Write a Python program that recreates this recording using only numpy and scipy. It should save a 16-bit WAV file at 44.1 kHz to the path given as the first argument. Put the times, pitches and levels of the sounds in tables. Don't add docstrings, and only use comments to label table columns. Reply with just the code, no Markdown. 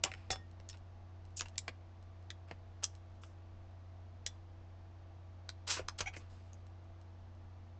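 import sys
import numpy as np
from scipy import signal
from scipy.fft import rfft, irfft
from scipy.io import wavfile
from scipy.ndimage import uniform_filter1d

SR = 44100
rng = np.random.default_rng(int(sys.argv[2]) if len(sys.argv) > 2 else 0)


def master_out(mix):
    frames = np.transpose(np.atleast_2d(mix))
    ceiling = np.clip(frames, -1, 1)
    pcm = np.round(ceiling * 32767).astype(np.int16)
    wavfile.write(sys.argv[1], SR, pcm)


N = 343539
TIME = np.arange(N) / SR
MS = 1e-3
CONTACT_EDGES_HZ = [300, 1400, 2800, 5000, 7600]


def undb(db):
    return 10 ** (np.asarray(db) / 20)


def unit(x):
    return x / np.sqrt(np.sum(x ** 2))


def band(x, lo_hz, hi_hz, order=3):
    return signal.sosfilt(signal.butter(order, [lo_hz, hi_hz], "band", fs=SR, output="sos"), x)


def resonate(x, hz, width_hz):
    return signal.lfilter(*signal.iirpeak(hz, hz / width_hz, fs=SR), x)


def add(out, start_s, x):
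    i = int(start_s * SR)
    out[i:i + len(x)] += x[:N - i]


def drift(rate_hz):
    hold = int(SR / rate_hz)
    return uniform_filter1d(np.repeat(rng.standard_normal(N // hold + 1), hold), hold)[:N]


def room(x, early_db=-11, early_t60_s=0.079, late_db=-20, late_t60_s=0.29, gap_ms=4, path_spread=0.14):
    # delay in ms, gain in dB.
    reflections = [(2.3, -22.5), (6.1, -21.5), (9.2, -12), (11.4, -23.5)]
    t = TIME[:SR // 4]
    response = np.zeros(len(t))
    response[0] = 1
    for delay_ms, db in reflections:
        response[int(delay_ms * MS * SR * (1 + path_spread * rng.uniform(-1, 1)))] += undb(db)
    scatter, tail = rng.standard_normal((2, len(t))) * (t > gap_ms * MS)
    response += undb(early_db) * unit(scatter * np.exp(-np.log(1000) * t / early_t60_s))
    late = undb(late_db) * unit(tail * np.exp(-np.log(1000) * t / late_t60_s))
    response += band(late, 100, 3700, order=1)
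    return signal.fftconvolve(x, response)[:len(x)]


def computer_hum(disk_waver_db=0.47, fan_waver_db=2, fan_drift=.002):
    # frequency in Hz, rms level in dB.
    tones = [(59.3, -69.5), (90.0, -53), (165.2, -84), (235.4, -74.5), (330.3, -73), (371, -89.5),
             (495.4, -85), (660.6, -75.5), (701.5, -82.5), (826, -83), (1156.4, -84)]
    # frequency in Hz, density in dB per Hz.
    air_spectrum = [(10, -91), (25, -77.5), (48, -85), (110, -89.5), (200, -94.5), (400, -99), (750, -95.5),
                    (1200, -103), (2400, -111), (4000, -115), (6500, -121), (7600, -129), (8600, -141)]
    out, fan_speed = np.zeros(N), 1 + fan_drift * drift(3)
    for hz, db in tones:
        is_fan = hz > 120
        clock_s = np.cumsum(fan_speed) / SR if is_fan else TIME
        waver_db = (fan_waver_db if is_fan else disk_waver_db) * drift(4.6)
        out += np.sqrt(2) * undb(db + waver_db) * np.sin(2 * np.pi * (hz * clock_s + rng.random()))
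    air_hz, air_db = np.transpose(air_spectrum)
    bins_hz = np.maximum(np.fft.rfftfreq(N, 1 / SR), 1)
    colour = undb(np.interp(np.log(bins_hz), np.log(air_hz), air_db))
    return out + np.sqrt(SR / 2) * irfft(rfft(rng.standard_normal(N)) * colour, N)


def contact_levels(level_db, ping_hz, slope_db_oct, roll_off_db_oct=10.5):
    edges_hz = np.array(CONTACT_EDGES_HZ)
    octaves = np.log2(np.sqrt(edges_hz[:-1] * edges_hz[1:]) / ping_hz)
    return level_db + slope_db_oct * np.minimum(octaves, 0) - roll_off_db_oct * np.maximum(octaves, 0)


def sheet_response(force, levels_db, length_s, knock_hz, ping_hz, knock_db=10, ping_db=6):
    knock = undb(knock_db) * resonate(force, knock_hz, width_hz=260)
    ping = undb(ping_db) * resonate(force, ping_hz, width_hz=500)
    hollow = undb(0.5) * resonate(force, hz=566, width_hz=160)
    sound = room(force + knock + ping + hollow)
    bands = zip(CONTACT_EDGES_HZ, CONTACT_EDGES_HZ[1:], levels_db)
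    return np.sqrt(length_s * SR) * sum(undb(db) * unit(band(sound, lo, hi)) for lo, hi, db in bands)


def sheet_snaps(rise_ms=.7, lead_in_db=-25, lead_in_ms=1.6, offset_s=.005, length_s=.02):
    # time in seconds, level at the ping in dB, ping in Hz, slope below it in dB per octave,
    # decay in ms, knock in Hz.
    snaps = [(0.037, -32, 7300, 3.5, 1.45, 2160), (.116, -49, 1970, 8, 1.1, 1800),
             (0.1373, -49, 2110, 4.5, 1.7, 1900), (0.3031, -41, 3880, 1, 2.2, 2140),
             (.3574, -58.5, 3470, -1, 1.06, 750), (0.6, -72, 5730, -2.5, 0.77, 680),
             (0.6889, -51.5, 6780, 11, 1.1, 1320), (.6955, -54.5, 5500, 6, 7.3, 1810),
             (0.7288, -64, 3640, 5, 1.3, 740), (1.392, -42, 6750, 26, 1.7, 730),
             (1.396, -49, 3300, 6, 1.5, 2500), (1.4081, -41.5, 6300, 3.5, 0.7, 1080),
             (1.456, -57.5, 2700, 1.5, 3.9, 754), (1.5565, -65, 2900, 4, 1.3, 1910),
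             (1.5798, -37, 7100, 7.5, 1.1, 2290), (1.679, -42, 2300, 2.5, 4.6, 2010),
             (2.3027, -47, 3250, 7, 2.3, 1876), (2.5107, -49, 1750, 2.5, 1.9, 580),
             (2.8355, -45, 6700, 6, 0.65, 1100), (2.8405, -34, 6000, 12.5, 1.8, 1148),
             (3.2345, -61.5, 3240, 0, 2.6, 1320), (4.2629, -39.5, 5680, 6, 2.46, 1930),
             (5.4907, -46.5, 4130, 5.5, 1.04, 1340), (5.793, -44, 1000, 1.5, 2, 530),
             (5.8847, -46, 6200, 0.25, 0.62, 1100), (6.0048, -41, 6250, 2.5, 4.4, 1000),
             (6.1647, -51.5, 2000, 8, 3.7, 2120), (6.532, -62, 6500, 18, 0.56, 726)]
    out, t = np.zeros(N), TIME[:SR // 4] - offset_s
    after_s = np.maximum(t, 0)
    for start_s, level_db, ping_hz, slope_db_oct, decay_ms, knock_hz in snaps:
        levels_db = contact_levels(level_db, ping_hz, slope_db_oct)
        snap = (1 - np.exp(-after_s / (rise_ms * MS))) * np.exp(-after_s / (decay_ms * MS))
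        lead_in = undb(lead_in_db) * np.exp(-abs(t) / (lead_in_ms * MS))
        force = (snap + lead_in + 1e-12) * rng.standard_normal(len(t))
        add(out, start_s - offset_s, sheet_response(force, levels_db, length_s, knock_hz, ping_hz))
    return out


def glass_ring(rise_s=0.0051):
    # frequency in Hz, relative level in dB, free t60 in seconds.
    modes = [(763.5, -7, .31), (1847, -21, .75), (1855, -21, .75), (3463, -4, .32), (5324, -2, .27),
             (7300, -15.5, .12)]
    # start in seconds, level in dB, most excited frequency in Hz, fall either side in dB per
    hits = [(.039, -37.5, 764, 12.5, 0.9), (.117, -62, 5324, 7, 1), (.305, -33, 3462, -2.5, 0.5),
            (.696, -43.5, 5324, 27, 0.32), (4.264, -43, 3480, 25, 0.42)]
    out, t = np.zeros(N), TIME[:SR]
    for start_s, hit_db, centre_hz, fall_db_oct, t60_share in hits:
        for hz, mode_db, t60_s in modes:
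            gain = undb(hit_db + mode_db - fall_db_oct * abs(np.log2(hz / centre_hz)))
            envelope = (1 - np.exp(-t / rise_s)) * np.exp(-np.log(1000) * t / (t60_s * t60_share))
            add(out, start_s, gain * envelope * np.sin(2 * np.pi * hz * t))
    return out


def hand_bumps(knock_decay_s=0.0079, knock_length_s=.02, shudder_s=0.11):
    # start in seconds, knock level in dB, shudder level in dB.
    bumps = [(.039, -48, -58), (.304, -51, -52), (1.409, -61, -84), (1.681, -51, -73), (2.512, -54, -73),
             (5.767, -57, -56.5), (5.795, -51.5, -57.5), (6.004, -51, -54), (6.165, -53.5, -65.5)]
    out, t = np.zeros(N), TIME[:SR // 3]
    for start_s, knock_db, shudder_db in bumps:
        push, sway = rng.standard_normal((2, len(t)))
        knock = unit(band(np.exp(-t / knock_decay_s) * push, 100, 480, order=2))
        shudder = unit(band(np.exp(-t / shudder_s) * sway, 22, 95, order=2))
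        add(out, start_s, np.sqrt(knock_length_s * SR) * undb(knock_db) * knock)
        add(out, start_s, np.sqrt(shudder_s * SR) * undb(shudder_db) * shudder)
    return room(out)


def slip_grains(count, spread_db=4, grain_samples=16):
    noise, sizes = rng.standard_normal((count, 2)).T
    return noise * undb(spread_db * np.repeat(sizes[::grain_samples], grain_samples)[:count])


def scuffs(swell_ms=10.33, onset_db=-22, release_db=-20, lift_s=0.0091, knock_hz=1000):
    # start in seconds, fade in ms, level at the ping in dB, ping in Hz, slope below it in dB
    strokes = [(.046, 44, -54, 2450, -2.5), (.16, 310, -73.5, 2400, 5), (.304, 14, -41, 6340, 23),
               (.32, 12, -52, 5000, -0.5), (.732, 25, -66, 2500, 2), (1.362, 40, -46, 7010, 15.5),
               (1.408, 16, -53, 1830, 3), (2.471, 100, -72, 2500, 3), (2.823, 3.5, -57.5, 6960, -1.5),
               (3.212, 110, -75, 6000, 11), (5.667, 103, -48, 5620, 2.5), (5.693, 89, -40, 5640, 5),
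               (5.759, 51, -50.5, 2080, 1.5), (5.98, 20, -47.5, 5060, 4), (6, 24, -51, 2900, -0.5),
               (6.127, 32, -57, 2100, 6.5), (6.154, 42, -62.5, 6400, 20), (6.19, 97, -75, 3400, -1),
               (6.29, 380, -80, 5000, 1)]
    out, t = np.zeros(N), TIME[:SR // 3]
    for start_s, fade_ms, level_db, ping_hz, slope_db_oct in strokes:
        levels_db = contact_levels(level_db, ping_hz, slope_db_oct)
        length_s = (swell_ms + fade_ms) * MS
        pressure = undb(np.interp(t, [0, swell_ms * MS, length_s], [onset_db, 0, release_db]))
        lift_off = np.exp(-np.maximum(t - length_s, 0) / lift_s) + 1e-12
        force = pressure * lift_off * slip_grains(len(t))
        scuff = sheet_response(force, levels_db, length_s, knock_hz, ping_hz, knock_db=6, ping_db=-12.5)
        add(out, start_s, scuff)
    return out


def glove_ticks(stray_db=-54, spread_db=3, accent_db=7, crackle_db=-3, crackle_ms=2.5):
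    # time in seconds, stray ticks per second (none at or below zero).
    finger_activity = [(0, 22), (1, 7), (2.1, 16), (3.3, 11), (3.8, 0), (5.9, -3), (6.4, 8), (7.8, 2)]
    # time in seconds, relative level in dB.
    distinct_ticks = [(0.5132, -47), (0.7721, -43.5), (1.2526, -46), (1.4845, -35.5), (2.0268, -48),
                      (2.9517, -39.5), (6.6677, -46.5), (7.014, -47)]
    rate_hz = np.interp(TIME, *np.transpose(finger_activity))
    ticks = (rng.random(N) < rate_hz / SR) * undb(stray_db + spread_db * rng.standard_normal(N))
    for start_s, db in distinct_ticks:
        ticks[int(start_s * SR)] += undb(db + accent_db)
    t = TIME[:SR // 30]
    crackle = undb(crackle_db) * unit(np.exp(-t / (crackle_ms * MS)) * rng.standard_normal(len(t)))
    ticks += signal.fftconvolve(ticks, crackle)[:N]
    return room(band(ticks, 1500, 6600, order=4))


def glove_squeak(grip_waver_db=4.5, jitter=.05, rough_db=-2):
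    # time in seconds, slip rate in Hz, level in dB.
    contour = [(6.056, 730, -66), (6.061, 750, -44.5), (6.072, 795, -43.5), (6.08, 810, -44),
               (6.089, 785, -44.5), (6.096, 740, -51), (6.103, 720, -70)]
    # centre in Hz, width in Hz, gain in dB.
    resonances = [(790, 430, -8.5), (1650, 440, -11), (2180, 490, 1.5), (3150, 200, -11.5),
                  (5860, 590, -14), (6800, 270, -15)]
    times_s, slip_hz, level_db = np.transpose(contour)
    active = (TIME > times_s[0]) & (TIME < times_s[-1])
    out, t = np.zeros(N), TIME[active]
    rate_hz = np.interp(t, times_s, slip_hz) * (1 + jitter * drift(500)[active])
    cycles = np.cumsum(rate_hz) / SR
    slips = sum(np.cos(2 * np.pi * harmonic * cycles) for harmonic in range(1, 11))
    force = unit(slips) + undb(rough_db) * unit(rng.standard_normal(N)[active])
    body = sum(undb(db) * resonate(resonate(force, hz, width), hz, width) for hz, width, db in resonances)
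    envelope = undb(np.interp(t, times_s, level_db) + grip_waver_db * drift(230)[active])
    out[active] = envelope * body / np.std(body)
    return room(out)


def scene():
    mix = computer_hum() + sheet_snaps() + glass_ring() + scuffs() + glove_ticks() + hand_bumps()
    return (mix + glove_squeak())[None]


def record(dry, soften_hz=8100, cutoff_hz=8900):
    soft = signal.sosfilt(signal.butter(6, soften_hz, fs=SR, output="sos"), dry)
    return signal.sosfilt(signal.ellip(10, .2, 70, cutoff_hz, fs=SR, output="sos"), soft)


dry = scene()
out = record(dry)
master_out(out)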